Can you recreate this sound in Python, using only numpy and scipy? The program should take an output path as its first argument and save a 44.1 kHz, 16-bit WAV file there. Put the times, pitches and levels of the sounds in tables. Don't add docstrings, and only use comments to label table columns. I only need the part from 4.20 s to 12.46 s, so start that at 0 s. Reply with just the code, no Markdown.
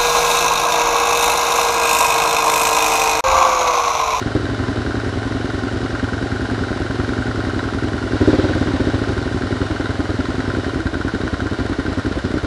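import sys
import numpy as np
from scipy import signal
from scipy.fft import rfft, irfft
from scipy.io import wavfile
from scipy.ndimage import uniform_filter1d

SR = 44100
rng = np.random.default_rng(int(sys.argv[2]) if len(sys.argv) > 2 else 0)


def put_to_file(sound):
    columns = np.atleast_2d(sound).T
    safe = np.clip(columns, -1, 1)
    whole_steps = np.round(safe * 32767)
    wavfile.write(sys.argv[1], SR, whole_steps.astype(np.int16))


N = 364266
TIME = np.arange(N) / SR


def amp(db):
    return 10 ** (np.asarray(db) / 20)


def unit_rms(x):
    return x / np.sqrt(np.mean(x ** 2) + 1e-20)


def curve(rows, at=TIME):
    return np.interp(at, *np.transpose(rows))


def noise(spectrum):
    hz, db = np.transpose(spectrum)
    log_hz = np.log(np.fft.rfftfreq(N, 1 / SR) + 1)
    colour_db = np.interp(log_hz, np.log(hz), db, left=-40, right=-60)
    return unit_rms(irfft(rfft(rng.standard_normal(N)) * amp(colour_db), N))


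def clicks(times, sizes):
    at = np.round(times * SR).astype(int)
    inside = (at >= 0) & (at < N)
    return np.bincount(at[inside], sizes[inside], N)


def ring(x, modes, rise_s):
    t = np.arange(min(len(x), SR // 4)) / SR
    response = sum(size * np.sin(2 * np.pi * hz * t) * np.exp(-np.log(1000) * t / t60)
                   for hz, t60, size in modes)
    return signal.oaconvolve(x, response * (1 - np.exp(-t / rise_s)))[:N]


def bursts(times, sizes, decay_s):
    return signal.lfilter([1], [1, -np.exp(-1 / (decay_s * SR))], clicks(times, sizes))


def puffs(times, sizes, paths, scatter, jitter_s=0.0006):
    starts = times + jitter_s * rng.standard_normal(len(times))
    return sum(clicks(starts + delay * (1 + scatter * rng.standard_normal(len(times))), sizes * gain)
               for delay, gain in paths)


def firings(speed, start_phase):
    cycles = start_phase + np.cumsum(curve(speed)) / SR
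    return TIME[1:][np.diff(np.floor(cycles)) > 0]


def revs(speed):
    rate = curve(speed)
    return np.log2(rate / np.median(rate))


# time in seconds, firings per second.
NEAR_SPEED = [(0.0, 21.674), (0.49, 22.148), (1.02, 21.567), (1.16, 22.446), (2.06, 21.831), (2.51, 21.875),
              (2.98, 22.529), (3.6, 20.207), (3.99, 21.823), (4.76, 21.889), (5.02, 20.525), (5.51, 20.779),
              (6.0, 19.806), (6.45, 21.099), (6.67, 13.636), (7.09, 15.887), (7.6, 14.883), (7.92, 15.754),
              (8.26, 15.274)]


def near_firings():
    return firings(NEAR_SPEED, start_phase=0.7077)


def lugs(times, period_s=0.057):
    return np.gradient(times) > period_s


# frequency in Hz, seconds to fall 60 dB, signed relative pressure.
NEAR_IDLE_MODES = [(70.5, 0.058, 0.041), (107.1, 0.13, -0.082), (188.6, 0.083, 0.048),
                   (264.6, 0.062, 0.082), (328, 0.1, 0.21)]
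NEAR_LUGGING_MODES = [(65, 0.18, -0.025), (102, 0.077, -0.1), (172, .08, -0.054), (253, 0.02, 0.12),
                      (325, 0.14, 0.2), (404, 0.071, 0.028)]
# delay in seconds, signed gain.
NEAR_PATHS = [(.0006, 1), (.0066, -.94), (.0169, -.13)]
# frequency in Hz, relative level in dB.
GAS_SPECTRUM = [(25, -32.5), (55, 1), (90, -30), (115, 11), (170, -4.5), (290, 3.5), (390, 6), (470, -12),
                (560, -7), (720, -7.5), (900, -14.5), (1100, -10.5), (2200, -20.5), (6000, -37)]


def near_exhaust(times, pipe_db=-1, uneven_db=1, gas_db=-30):
    slow = lugs(times)
    size = amp(uneven_db * rng.standard_normal(len(times)))
    idling = ring(puffs(times, size * ~slow, NEAR_PATHS, scatter=0.016), NEAR_IDLE_MODES, rise_s=0.001)
    lugging = ring(puffs(times, size * slow, NEAR_PATHS, scatter=0.03), NEAR_LUGGING_MODES, rise_s=0.001)
    gas = bursts(times, size, decay_s=0.014) * noise(GAS_SPECTRUM)
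    return amp(pipe_db) * (idling + lugging) + amp(gas_db) * gas


# frequency in Hz, relative level in dB.
WHIRR_SPECTRUM = [(25, -3), (60, -9), (110, 3), (180, -7.5), (300, -0.5), (470, 0), (680, 0.5), (920, -8.5),
                  (1060, -1.5), (1190, -9), (1500, -1), (1720, -14), (1860, -4), (2400, -56)]
HISS_SPECTRUM = [(1200, 8), (2100, 5.5), (2600, -1.5), (2970, 5.5), (3300, -0.5), (3850, 4), (4300, 1),
                 (5400, -2.5), (5900, -6), (7000, -9.5), (7800, -10.5), (8800, -15.5), (11000, -18.5)]


def machinery(times, whirr_db=-31, hiss_db=-36.5, db_per_octave=3):
    swell_db = db_per_octave * revs(NEAR_SPEED) + 0.11 * curve(AHEAD_EFFORT)
    period = np.gradient(times)
    jolt = (period / np.median(period)) ** 2.2
    late_pulse = bursts(times + 0.011, jolt, decay_s=0.005)
    firing_pulse = bursts(times, jolt, decay_s=0.0037)
    stroke = unit_rms(1 + 0.55 * late_pulse + 0.087 * firing_pulse)
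    whirr = amp(whirr_db + 0.79 * swell_db) * noise(WHIRR_SPECTRUM)
    hiss = amp(hiss_db + swell_db) * noise(HISS_SPECTRUM)
    return stroke * (whirr + hiss)


# frequency in Hz, relative level in dB.
GEAR_SPECTRUM = [(590, -12), (680, 0), (750, 0), (810, 3), (880, -14)]


def gear_whine(times, idle_db=-41):
    speed = np.interp(TIME, times, 1 / np.gradient(times))
    return amp(idle_db) * (speed / np.median(speed)) ** 2 * noise(GEAR_SPECTRUM)


# frequency in Hz, seconds to fall 60 dB, relative pressure.
CASE_MODES = [(1024, 0.052, 0.11), (1050, 0.019, 0.044), (1414, 0.032, 0.54), (1472, 0.049, 0.42),
              (1542, 0.043, 0.48), (1820, 0.015, 0.4), (2920, 0.006, .05), (3870, 0.0097, 0.19),
              (4470, 0.0077, 0.11)]


def clack(scrape_s=0.001, bounce=0.31, bounce_s=0.0061):
    t = np.arange(SR // 20) / SR
    since_bounce = np.maximum(t - bounce_s * rng.uniform(0.7, 2.0), 0)
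    force = np.exp(-t / scrape_s) + bounce * (since_bounce > 0) * np.exp(-since_bounce / scrape_s)
    sound = ring(force * rng.standard_normal(len(t)), CASE_MODES, rise_s=0.002)[:len(t)]
    return sound / np.sqrt(uniform_filter1d(sound ** 2, size=220).max())


# time in seconds, level in dB.
CLACK_LEVELS = [(0, -25.5), (.6, -26.5), (1.8, -26), (3.0, -24), (5.2, -26), (6.3, -25.5), (7.2, -24),
                (8.26, -28.5)]


def clatter(times, clack_lag_s=0.0115, slap_lag_s=0.00395, slap_db=-32, jitter_s=0.000795, uneven_db=1.36):
    slow = lugs(times)
    glancing = (rng.random(len(times)) < 0.42) & ~slow
    clack_db = curve(CLACK_LEVELS, times) - 1.5 * glancing
    blows = np.r_[times + clack_lag_s, times[slow] + slap_lag_s]
    blow_db = np.r_[clack_db, np.full(slow.sum(), slap_db)]
    late, uneven = rng.standard_normal((len(blows), 2)).T
    out = np.zeros(N + SR)
    for start, db in zip(blows + jitter_s * late, blow_db + uneven_db * uneven):
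        sound = amp(db) * clack()
        out[round(start * SR):][:len(sound)] += sound
    return out[:N]


# time in seconds, firings per second.
AHEAD_SPEED = [(0.0, 10.597), (0.19, 12.364), (0.61, 10.578), (1.42, 10.39), (2.0, 9.984), (2.09, 10.53),
               (2.69, 10.304), (3.43, 10.857), (3.77, 10.131), (3.9, 10.298), (4.11, 18.101), (4.21, 18.66),
               (4.56, 15.114), (5.11, 11.221), (5.59, 10.888), (5.74, 9.988), (6.36, 10.708),
               (6.74, 10.265), (6.98, 10.803), (8.26, 10.905)]
# time in seconds, strength of a firing in dB.
AHEAD_EFFORT = [(0, 3.5), (.25, -2), (.42, 2), (1.25, -0.9), (2.7, 1.5), (3.86, 0.5), (4.07, 12), (4.33, 5),
                (4.72, 6), (5.1, 1.5), (5.5, 4), (6.65, 1.5), (8.26, 4)]


def ahead_firings(uneven_db=0.55, knock_s=0.151, knock_db=7.5):
    times = firings(AHEAD_SPEED, start_phase=0.3398)
    db = curve(AHEAD_EFFORT, times) + uneven_db * rng.standard_normal(len(times))
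    knock = np.argmin(abs(times - knock_s))
    times[knock] = knock_s
    db[knock] += knock_db
    return times, amp(db)


# frequency in Hz, seconds to fall 60 dB, signed relative pressure.
AHEAD_IDLE_MODES = [(62.3, 0.25, -0.021), (85.4, 0.099, -0.12), (203, 0.03, 0.17), (279, 0.11, 0.2),
                    (359, 0.12, 0.013), (420, 0.087, -0.00014)]
BARK_MODES = [(92.7, 0.16, -0.063), (258.4, 0.052, 0.11), (311, 0.062, 0.34), (364.5, 0.082, 0.24),
              (527, 0.088, 0.15)]
# delay in seconds, signed gain.
AHEAD_PATHS = [(.0003, 1), (.0071, -0.65), (0.0104, -0.54)]
BARK_PATHS = [(.0003, 0.72), (.0058, -.5), (.0093, -0.44)]


def ahead_exhaust(times, size, pipe_db=-0.3, idle_limit_db=1, gas_db=-27):
    soft = np.minimum(size, amp(idle_limit_db))
    thumps = ring(puffs(times, soft, AHEAD_PATHS, scatter=0.02), AHEAD_IDLE_MODES, rise_s=0.0011)
    bark = ring(puffs(times, size - soft, BARK_PATHS, scatter=0.024), BARK_MODES, rise_s=0.0013)
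    gas = bursts(times, size ** 0.65, decay_s=0.03) * noise(GAS_SPECTRUM)
    return amp(pipe_db) * thumps + bark + amp(gas_db) * gas


# frequency in Hz, relative level in dB.
RASP_SPECTRUM = [(450, -18), (560, 11), (720, -1), (980, 9.5), (1200, 2), (2000, 2.5), (2600, -5),
                 (3800, 1), (5400, -10), (9000, -24.5)]


def intake(rasp_db=-43.5, db_per_octave=9):
    level_db = rasp_db + 0.46 * curve(AHEAD_EFFORT) + db_per_octave * revs(AHEAD_SPEED)
    return amp(level_db) * noise(RASP_SPECTRUM)


def forest(x, wet_db=-19, t60_s=0.2, echoes_per_s=1500, first_echo_s=0.015):
    t = np.arange(SR // 2) / SR
    echoes = rng.standard_normal(len(t)) * (rng.random(len(t)) < echoes_per_s / SR) * (t > first_echo_s)
    tail = echoes * np.exp(-np.log(1000) * t / t60_s)
    return x + amp(wet_db) * signal.oaconvolve(x, tail / np.linalg.norm(tail))[:N]


def scene():
    ahead = ahead_exhaust(*ahead_firings()) + intake()
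    times = near_firings()
    near = near_exhaust(times) + clatter(times) + machinery(times) + gear_whine(times)
    return forest(near + ahead)[None]


def record(dry, low_cut_hz=34, whine_hz=10243, whine_db=-80, high_cut_hz=11150):
    thinned = signal.sosfilt(signal.butter(2, low_cut_hz, "highpass", fs=SR, output="sos"), dry)
    whine = amp(whine_db) * np.sqrt(2) * np.sin(2 * np.pi * whine_hz * TIME)
    low_pass = signal.firwin(801, high_cut_hz, window=("kaiser", 9), fs=SR)
    return signal.oaconvolve(np.clip(thinned + whine, -1, 1), low_pass[None], "same")


dry = scene()
out = record(dry)
put_to_file(out)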